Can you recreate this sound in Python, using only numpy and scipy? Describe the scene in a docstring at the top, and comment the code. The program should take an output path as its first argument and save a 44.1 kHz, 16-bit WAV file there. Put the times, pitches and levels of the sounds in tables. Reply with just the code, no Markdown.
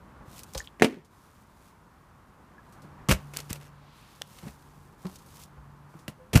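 """Bottle flips on a night porch

Water sloshes in a spinning plastic bottle, which lands hard on a wooden deck: struck modes and cracks of noise.
A second bottle hits a wicker table, topples, is picked up and lands there again: the weave thuds and crackles.
Plastic clicks, bubbles ring as rising tones, a sleeve rustles as filtered noise, and feet shift on the boards.
Behind them are distant traffic made of noise and a faint wavering hum, all close to a phone."""
import sys
import numpy as np
from scipy import signal
from scipy.fft import rfft, irfft
from scipy.io import wavfile
from scipy.ndimage import uniform_filter1d, minimum_filter1d

SR = 44100
rng = np.random.default_rng(int(sys.argv[2]) if len(sys.argv) > 2 else 0)


def generate_wav(signal):
    """Clip the signal to [-1, 1] and save it as 16-bit WAV at the path in sys.argv[1]."""
    frames = np.transpose(np.atleast_2d(signal))
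    scaled = np.clip(frames, -1, 1) * 32767
    pcm = np.round(scaled).astype(np.int16)
    wavfile.write(sys.argv[1], SR, pcm)


N = 282240  # samples, 6.4 s
AGE = np.arange(SR // 2) / SR  # seconds since a blow

# blows of the bottle on the deck, before the overall deck level:
# start_s, boards_db, contact_s (time constant of the push), crack_db (thin shell)
DECK_BLOWS = [(0.7978, -48, 0.00014, -37.5), (0.8102, -24, 0.00044, -41.5), (0.8215, -6, 0.000034, -8),
              (0.8238, -13.5, 0.00026, -16), (0.8387, -21, 0.00051, -23), (0.8442, -7, 0.00063, -13),
              (0.8474, -18, 0.0002, -19.5)]
# ringing of the boards and the standing bottle: pitch_hz, level_db, t60_s (time to fade by 60 dB)
DECK_MODES = [(234, -8, .16), (262, -11, .18), (313, -18, .18), (364, -13, .14), (436, -10.5, .13),
              (524, -14, .12), (706, -17, .09), (748, -20, .09), (834, -20, .07), (927, -14, .055),
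              (1107, -19, .07), (1690, -15, .04), (1835, -2, .018), (2100, -13, .025), (2520, -9, .015),
              (2900, -13, .018)]
# tone of the cracking shell: pitch_hz, relative_level_db (per Hz)
SHELL = [(90, -31.5), (350, -9.5), (600, -8.5), (1140, -19.5), (1340, -18), (2130, -12), (2800, -15.5),
         (3400, -22), (9890, -33), (15500, -42.5)]
DECK_DB = 2.5  # overall deck level: the nearest sound


def deck_landing():
    """The rim touches, the base slams down and rocks; each blow rings the boards and cracks the thin shell."""
    blows, cracks = np.zeros(N), np.zeros(N)
    for start_s, boards_db, contact_s, crack_db in DECK_BLOWS:
        push = fade(contact_s * np.log(1000))  # a longer contact is duller
        add(blows, start_s, undb(boards_db) * push / push.sum())
        crack = hiss(0.014) + undb(-9.0) * hiss(0.087)
        add(cracks, start_s, undb(crack_db) * crack)
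    boards = sum(undb(db) * ring(hz, t60) for hz, db, t60 in DECK_MODES)
    knock = signal.fftconvolve(blows, boards)[:N]
    knock = band(knock, 140, 7500, order=3)  # open planks radiate little deep bass
    landing = knock + colour(cracks, SHELL)
    return undb(DECK_DB) * porch(landing, wet_db=-30.5, t60=0.38, top_hz=2507)


# weight of a bottle sinking into the wicker: start_s, level_db, lowest_pitch_hz, base_t60_s
WICKER_THUDS = [(3.0890, -16, 140, 0.2), (3.1040, -34, 168, 0.16), (3.1120, -17.5, 61, 0.2),
                (3.5085, -22.5, 114, 0.036), (6.0830, -30.5, 146.3, 0.1), (6.3365, -22.5, 137, 0.073),
                (6.3480, -11.5, 186, 0.028), (6.3560, -2.5, 79, 0.097), (6.3640, -2.5, 123, 0.063)]
# table under that weight: pitch_multiple (of the lowest), level_db, t60_share (of the base)
WICKER_MODES = [(1.002, 3.5, 0.63), (1.36, -2.5, 0.91), (1.952, -8, 0.63)]
# plastic slapping the strands: start_s, crackle_db, crackle_t60_s, snap_extra_db (above crackle_db)
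WICKER_SLAPS = [(3.0871, -19.5, 0.017, -9), (3.0924, -22, 0.13, -1), (3.1065, -25.5, 0.031, -1),
                (3.1118, -17, 0.091, 0), (3.1211, -29, 0.046, 6.5), (3.3367, -43, 0.044, -5),
                (6.0805, -39.5, 0.093, 6), (6.332, -27, 0.12, -8), (6.353, -20.5, 0.072, -26),
                (6.357, -24, 0.16, 5.5), (6.3634, -18, 0.05, 1), (6.374, -19, 0.045, -1.5)]
# thin bottle under a slap: pitch_hz (before the dent shifts it), level_db, t60_s
BOTTLE_MODES = [(1380, -10, 0.017), (1820, -8.5, 0.022), (2885, -1, 0.019), (4610, -12, 0.015)]
# tone of the woven strands: pitch_hz, relative_level_db (per Hz)
WEAVE = [(200, -6), (420, -4.5), (620, -2.5), (820, -10), (1150, -8), (2790, -8.5), (3900, -14.5),
         (5200, -14), (13500, -18.5), (15500, -30)]


def wicker_landings():
    """Each slap snaps and rings the bottle; strands slip in a dense crackle while the table takes the weight."""
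    slips, snaps, bottle = np.zeros(N), np.zeros(N), np.zeros(N)
    for start_s, crackle_db, t60, snap_extra_db in WICKER_SLAPS:
        snap_db = crackle_db + snap_extra_db
        add(slips, start_s, undb(crackle_db) * hiss(t60))
        add(snaps, start_s, undb([snap_db]))  # a single-sample click
        dent = np.exp(0.067 * rng.standard_normal())  # the dent shifts the pitch
        shell = sum(undb(db) * ring(hz * dent, life) for hz, db, life in BOTTLE_MODES)
        add(bottle, start_s, undb(snap_db) * shell)
    crackle = slips * unit(undb(3.3 * walk(1800)))
    strands = colour(crackle + 7 * snaps, WEAVE)
    table = thuds(WICKER_THUDS, WICKER_MODES, rise_t60=0.0092)
    return porch(strands + bottle + table, wet_db=-24.5, t60=0.25, top_hz=4100)


# bottle rolling and dragging over the strands: start_s, length_s, end_level_db, growth_db (on the way)
ROLLS = [(3.337, 0.068, -44, 1.5), (3.494, .064, -48, -5), (3.599, 0.071, -56.5, 0.5),
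         (4.303, .19, -54.5, 6.5)]
ROLL_GRAINS_PER_S, ROLL_SCATTER_DB = 600, 3.8


def rolling():
    """The ribs of the bottle catch strand after strand: a rough rattle of short, uneven scrapes."""
    unevenness = unit(undb(ROLL_SCATTER_DB * walk(ROLL_GRAINS_PER_S)))
    grains = rng.standard_normal(N) * unevenness
    level = sum(stroke(*row, attack_s=0.001, release_s=0.014) for row in ROLLS)
    return colour(grains * level, WEAVE)


# full bottle bumping as it is gripped and lifted: start_s, level_db, lowest_pitch_hz, base_t60_s
KNOCKS = [(4.4335, -37, 162, 0.059), (4.4505, -41, 140, 0.19), (4.4665, -38.5, 212.6, 0.13),
          (5.0485, -32, 178, 0.037), (5.0542, -30.5, 185, 0.14)]
# bottle in the hand: pitch_multiple (of the lowest), level_db, t60_share (of the base)
KNOCK_MODES = [(1, 5, 0.84), (2, -6, 0.85), (4.43, -11, 0.32), (7.6, -28, 0.38)]
# clicks and crinkles of the plastic: start_s, level_db, centre_hz
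CRINKLES = [(0.4342, -38.5, 8200), (0.536, -40, 8550), (1.0482, -54, 6650), (2.7246, -55.5, 7740),
            (2.82, -54.5, 6360), (3.3707, -20, 8200), (3.3887, -35, 5430), (3.4032, -33, 6500),
            (3.5044, -32, 8400), (3.5302, -24.5, 8260), (4.2149, -30.5, 700), (4.2190, -21.5, 3500),
            (4.387, -40, 3330), (4.4815, -42, 2590), (5.0542, -33, 1100), (5.068, -42.5, 4600),
            (5.1580, -41, 6700), (5.187, -51.5, 6440), (5.2628, -55, 9540), (5.4366, -44, 6900),
            (5.9912, -54.5, 6560)]
CRINKLE_T60_S = 0.0017  # fade time of a buckle at 0 dB
CRINKLE_HALVING_DB = 8.5  # this much harder a buckle fades in half the time


def handling():
    """The thin plastic buckles with a sharp click and a brief ring; the filled body knocks and scuffs."""
    out = thuds(KNOCKS, KNOCK_MODES, rise_t60=0.0044) + undb(3.5) * scuffs(KNOCKS)
    for start_s, db, centre_hz in CRINKLES:
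        buckle = hiss(CRINKLE_T60_S * 2 ** (-db / CRINKLE_HALVING_DB))
        buckle[0] = 8  # the snap that starts it
        click = band(buckle, centre_hz / 2.05, centre_hz * 1.34, order=1)
        add(out, start_s, undb(db) * (click + undb(-8.5) * ring(centre_hz, 0.014)))
    return porch(out, wet_db=-28.0, t60=0.3, top_hz=4900)


# water thrown about in the bottle: start_s, level_db, length_s (a third of its t60), centre_hz
SPLASHES = [(0.547, -24, 0.016, 4250), (0.5734, -30.5, 0.039, 5500), (0.854, -17.5, 0.088, 380),
            (0.878, -38, 0.13, 2100)]
# single bubbles: start_s, level_db, starting_pitch_hz, cycles (t60 counted in cycles of that pitch)
BUBBLES = [(.5490, -27.5, 526, 36), (0.598, -20, 6700, 25), (0.603, -21.5, 1786, 32),
           (0.6738, -23, 3190, 12), (2.581, -38.5, 1660, 62), (6.191, -42, 502, 114)]
# swarms of bubbles in churned water: start_s, length_s, first_level_db (for the largest size),
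# lowest_hz, highest_hz
GURGLES = [(0.56, 0.11, -33, 2900, 9000), (0.875, 0.12, -25, 140, 536), (0.868, .085, -32, 1590, 2960)]
GURGLE_CYCLES, GURGLE_FALL_DB = 16, -8  # life of a bubble; level change from first to last


def slosh():
    """Water breaks into spray and traps bubbles: single ones, and swarms that weaken towards their end."""
    spray, bubbles = np.zeros(N), np.zeros(N)
    for start_s, db, length_s, centre_hz in SPLASHES:
        splash = band(hiss(3 * length_s), centre_hz / 1.4, centre_hz * 1.3, order=1)
        add(spray, start_s, undb(db) * splash * (1 - fade(0.00825)))
    for start_s, db, hz, cycles in BUBBLES:
        add(bubbles, start_s, undb(db) * bubble(hz, cycles))
    for start_s, length_s, first_db, low_hz, high_hz in GURGLES:
        for when, pitch, size in rng.random(size=(30, 3)):  # 30 bubbles a swarm, each value 0 to 1
            hz = low_hz * (high_hz / low_hz) ** pitch
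            gain = size * undb(first_db + GURGLE_FALL_DB * when)
            add(bubbles, start_s + when * length_s, gain * bubble(hz, GURGLE_CYCLES))
    water = spray * undb(3.6 * walk(900)) + bubbles
    return porch(water, wet_db=-14.5, t60=0.053, top_hz=6945)


def bubble(hz, cycles):
    """A trapped bubble rises slightly in pitch as it rings."""
    life = cycles / hz
    rising = 1 + 0.038 * AGE / life
    return np.sin(2 * np.pi * hz * AGE * rising) * fade(life) * (1 - fade(life / 2))


# feet and knees on the deck: start_s, level_db, lowest_pitch_hz (of the boards), base_t60_s
STEPS = [(0.558, -14.5, 59.4, 0.049), (2.845, -23, 161, 0.035), (4.47, -39, 68, 0.2),
         (5.569, -34.5, 62.4, 0.14), (5.949, -24, 155.3, 0.041)]


def feet():
    """Each footfall bends the boards and grinds a little grit under the sole."""
    # modes: pitch multiple, dB, share of the t60
    boards = thuds(STEPS, [(1, -0.5, 0.85), (2.05, -8, 0.83)], rise_t60=0.051)
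    return porch(boards + undb(-5.5) * scuffs(STEPS), wet_db=-12.0, t60=0.25, top_hz=2953)


# strokes of the arm in its sleeve: start_s, length_s, end_level_db, growth_db (during the stroke)
STROKES = [(0.244, 0.15, -48, 19.5), (0.455, 0.21, -64.5, -4.5), (1.096, 0.33, -69, -1.5),
           (1.453, 0.24, -64.5, 12), (2.627, 0.35, -80, -9), (3.12, 0.45, -60, 9), (3.92, 0.31, -65, 0.5),
           (4.256, 0.25, -61.5, -1.5), (4.506, 0.43, -71, -4.5), (4.974, 0.18, -58, 6.5),
           (5.176, 0.25, -53, 17), (5.886, 0.16, -73, -7)]
STROKE_ATTACK_S, STROKE_RELEASE_S = 0.02, 0.025  # time constants of cloth taking up and losing speed
REACH_S, REACH_WIDTH_S, REACH_DB = 4.014, 0.16, -63  # long reach for the fallen bottle
# tone of the cloth: pitch_hz, relative_level_db (per Hz)
CLOTH = [(1300, -23.5), (2400, -5.5), (5200, -5.5), (12000, -7.5), (15500, -12.5)]


def sleeve():
    """Fibres catch and let go as the arm moves, a few with a tick; the long reach gives a narrower swish."""
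    ticks = (rng.random(N) < 40 / SR) * rng.standard_normal(N)  # about 40 a second
    catching = unit(undb(2.5 * walk(1000) + walk(37)))
    fibres = rng.standard_normal(N) * catching + undb(17) * ticks
    swish = unit(band(rng.standard_normal(N), 1870, 4500))
    swish = swish * undb(REACH_DB) * swell(REACH_S, REACH_WIDTH_S)
    return colour(fibres, CLOTH) * sum(stroke(*row) for row in STROKES) + swish


# far cars going by: nearest_s, level_db (there), half_power_s (time until the power has halved)
CARS = [(0.271, -57, 0.2), (3.052, -56, 0.34), (5.7, -63, 1)]
# tone of the far tyres: pitch_hz, relative_level_db (per Hz)
ROAR = [(250, -35.5), (420, -21), (860, -7.5), (1040, -5.5), (1190, -8.5), (1500, -12.5), (2900, -27.5),
        (15500, -56.5)]
# tone of the low rumble: pitch_hz, relative_level_db (per Hz)
RUMBLE = [(20, 3), (65, 1.5), (190, -2), (320, -8.5), (600, -15), (1200, -61.5)]
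TOWN_DB, RUMBLE_OVER_ROAR_DB = -62.5, 4.5  # steady traffic behind the cars; rumble against the roar
# swells of a far engine's hum: loudest_s, level_db, spread_s (of the bell shape)
HUM_SWELLS = [(3.419, -49, 0.33), (4.62, -58.5, 0.3), (5.72, -53, 0.24)]
HUM_HZ = 145  # the pitch it wavers around
HISS_DB = -73.5  # steady treble hiss of the microphone


def night():
    """Far tyres and low rumble grow as each car nears; an engine hum swells and wavers; a faint hiss stays."""
    t = np.arange(N) / SR
    cars = sum(undb(db) ** 2 / (1 + ((t - s) / half_s) ** 2) for s, db, half_s in CARS)
    traffic = np.sqrt(undb(TOWN_DB) ** 2 + cars)  # powers add up
    roar = colour(rng.standard_normal(N), ROAR) * undb(0.5 * walk(36))
    rumble = colour(rng.standard_normal(N), RUMBLE) * undb(RUMBLE_OVER_ROAR_DB + walk(3.5))
    phase = 2 * np.pi * np.cumsum(HUM_HZ * (1 + 0.0093 * walk(5.895))) / SR
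    hum_level = sum(undb(db) * swell(s, spread_s) for s, db, spread_s in HUM_SWELLS)
    hum = np.sqrt(2) * np.sin(phase) * undb(2.0 * walk(11.0)) * hum_level
    steady_hiss = undb(HISS_DB) * colour(rng.standard_normal(N), CLOTH)
    return traffic * (roar + rumble) + hum + steady_hiss


def thuds(rows, modes, rise_t60):
    """Soft heavy pushes on a few low modes, whose pitch depends on the spot and the load."""
    out = np.zeros(N)
    for start_s, db, lowest_hz, t60 in rows:
        body = sum(undb(mode_db) * ring(lowest_hz * multiple, t60 * share)
                   for multiple, mode_db, share in modes)
        add(out, start_s, undb(db) * body * (1 - fade(rise_t60)))
    return out


def scuffs(rows):
    """Surfaces brush and grind just before and after each bump."""
    grit = np.zeros(N)
    for start_s, db, _, t60 in rows:
        add(grit, start_s - 0.012, undb(db) * hiss(1.6 * t60) * (1 - fade(0.04)))
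    return band(grit * unit(undb(4.5 * walk(250))), 300, 1210)


def stroke(s, length, db, growth_db, attack_s=STROKE_ATTACK_S, release_s=STROKE_RELEASE_S):
    """Level of one movement: it sets in, grows or weakens on the way, and stops."""
    age = np.maximum(np.arange(N) / SR - s, 0)
    onset = 1 - np.exp(-age / attack_s)
    ending = np.exp(-np.maximum(age - length, 0) / release_s)
    return onset * ending * undb(db + growth_db * (np.minimum(age / length, 1) - 1))


def swell(s, width_s):
    """Bell-shaped rise and fall around time s."""
    return np.exp(-0.5 * ((np.arange(N) / SR - s) / width_s) ** 2)


def porch(x, wet_db, t60, top_hz):
    """Scattered reflections from the boards and the house wall, as a fading tail of noise."""
    tail = band(hiss(t60) * (1 - fade(0.051)), 100, top_hz, order=1)
    return x + undb(wet_db) * signal.fftconvolve(x, tail / np.linalg.norm(tail))[:N]


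def undb(db):
    """Decibels to gain."""
    return 10 ** (np.asarray(db) / 20)


def unit(x):
    """Scale to rms 1."""
    return x / np.sqrt(np.mean(x ** 2))


def add(out, s, sound):
    """Mix a sound in at time s."""
    i = int(s * SR)
    out[i:i + len(sound)] += sound[:N - i]


def fade(t60):
    """Exponential decay after a blow, down 60 dB after t60 seconds."""
    return np.exp(-np.log(1000) * AGE / t60)


def ring(hz, t60):
    """One struck mode: a fading pure tone."""
    return np.sin(2 * np.pi * hz * AGE) * fade(t60)


def hiss(t60):
    """Noise that dies away."""
    return rng.standard_normal(len(AGE)) * fade(t60)


def band(x, lo_hz, hi_hz, order=2):
    """Keep the pitches between two limits."""
    limits = [lo_hz, min(hi_hz, SR / 2 - 1000)]
    return signal.sosfilt(signal.butter(order, limits, "band", fs=SR, output="sos"), x)


def colour(x, points, size=4096):
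    """Give a sound a tone through (Hz, dB) points: a filter of unit energy that never rings early."""
    hz, db = np.transpose(points)
    log_hz = np.log(np.fft.rfftfreq(size, 1 / SR) + 1)
    log_gain = np.log(undb(np.interp(log_hz, np.log(hz), db)))
    cepstrum = irfft(log_gain)[:size // 2]
    cepstrum[1:] *= 2  # folding it forward makes the filter minimum phase
    response = irfft(np.exp(rfft(cepstrum, size)))
    return signal.fftconvolve(x, response / np.linalg.norm(response))[:len(x)]


def walk(rate):
    """Smooth random wandering of rms 1, with about `rate` new values a second."""
    k = max(int(SR / rate), 1)
    held = rng.standard_normal(N)[np.arange(N) // k]
    return unit(uniform_filter1d(uniform_filter1d(held, k), k))


LIMIT_DB = -5.5  # ceiling for the short-term rms
LIMIT_WINDOW_S, LIMIT_HOLD_S, LIMIT_RELEASE_S = 0.002, 0.27, 0.03  # release is a time constant


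def limiter(x):
    """A very loud blow turns the gain down at once; it stays down a moment, then recovers."""
    power = uniform_filter1d(x ** 2, max(int(LIMIT_WINDOW_S * SR), 1))
    wanted = undb(LIMIT_DB) / np.sqrt(np.maximum(power, undb(LIMIT_DB) ** 2))
    half = int(LIMIT_HOLD_S * SR / 2)
    cut = 1 - minimum_filter1d(wanted, 2 * half + 1, origin=half, mode="nearest")
    keep = np.exp(-1 / (LIMIT_RELEASE_S * SR))
    recovering = signal.lfilter([1 - keep], [1, -keep], cut)
    return x * (1 - np.maximum(cut, recovering))


def scene():
    """All sources at one microphone."""
    bottles = deck_landing() + wicker_landings() + rolling() + handling()
    return (bottles + feet() + slosh() + sleeve() + night())[None]


TOP_HZ = 15400  # the phone passes almost nothing above this


def record(dry):
    """The phone thins the deepest bass, limits, clips at full scale and cuts the top."""
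    thin = signal.sosfilt(signal.butter(4, 43, "high", fs=SR, output="sos"), dry)
    clipped = np.clip(limiter(thin), -1, 1)
    return signal.sosfilt(signal.ellip(10, 0.2, 80, TOP_HZ, fs=SR, output="sos"), clipped)


dry = scene()
out = record(dry)
generate_wav(out)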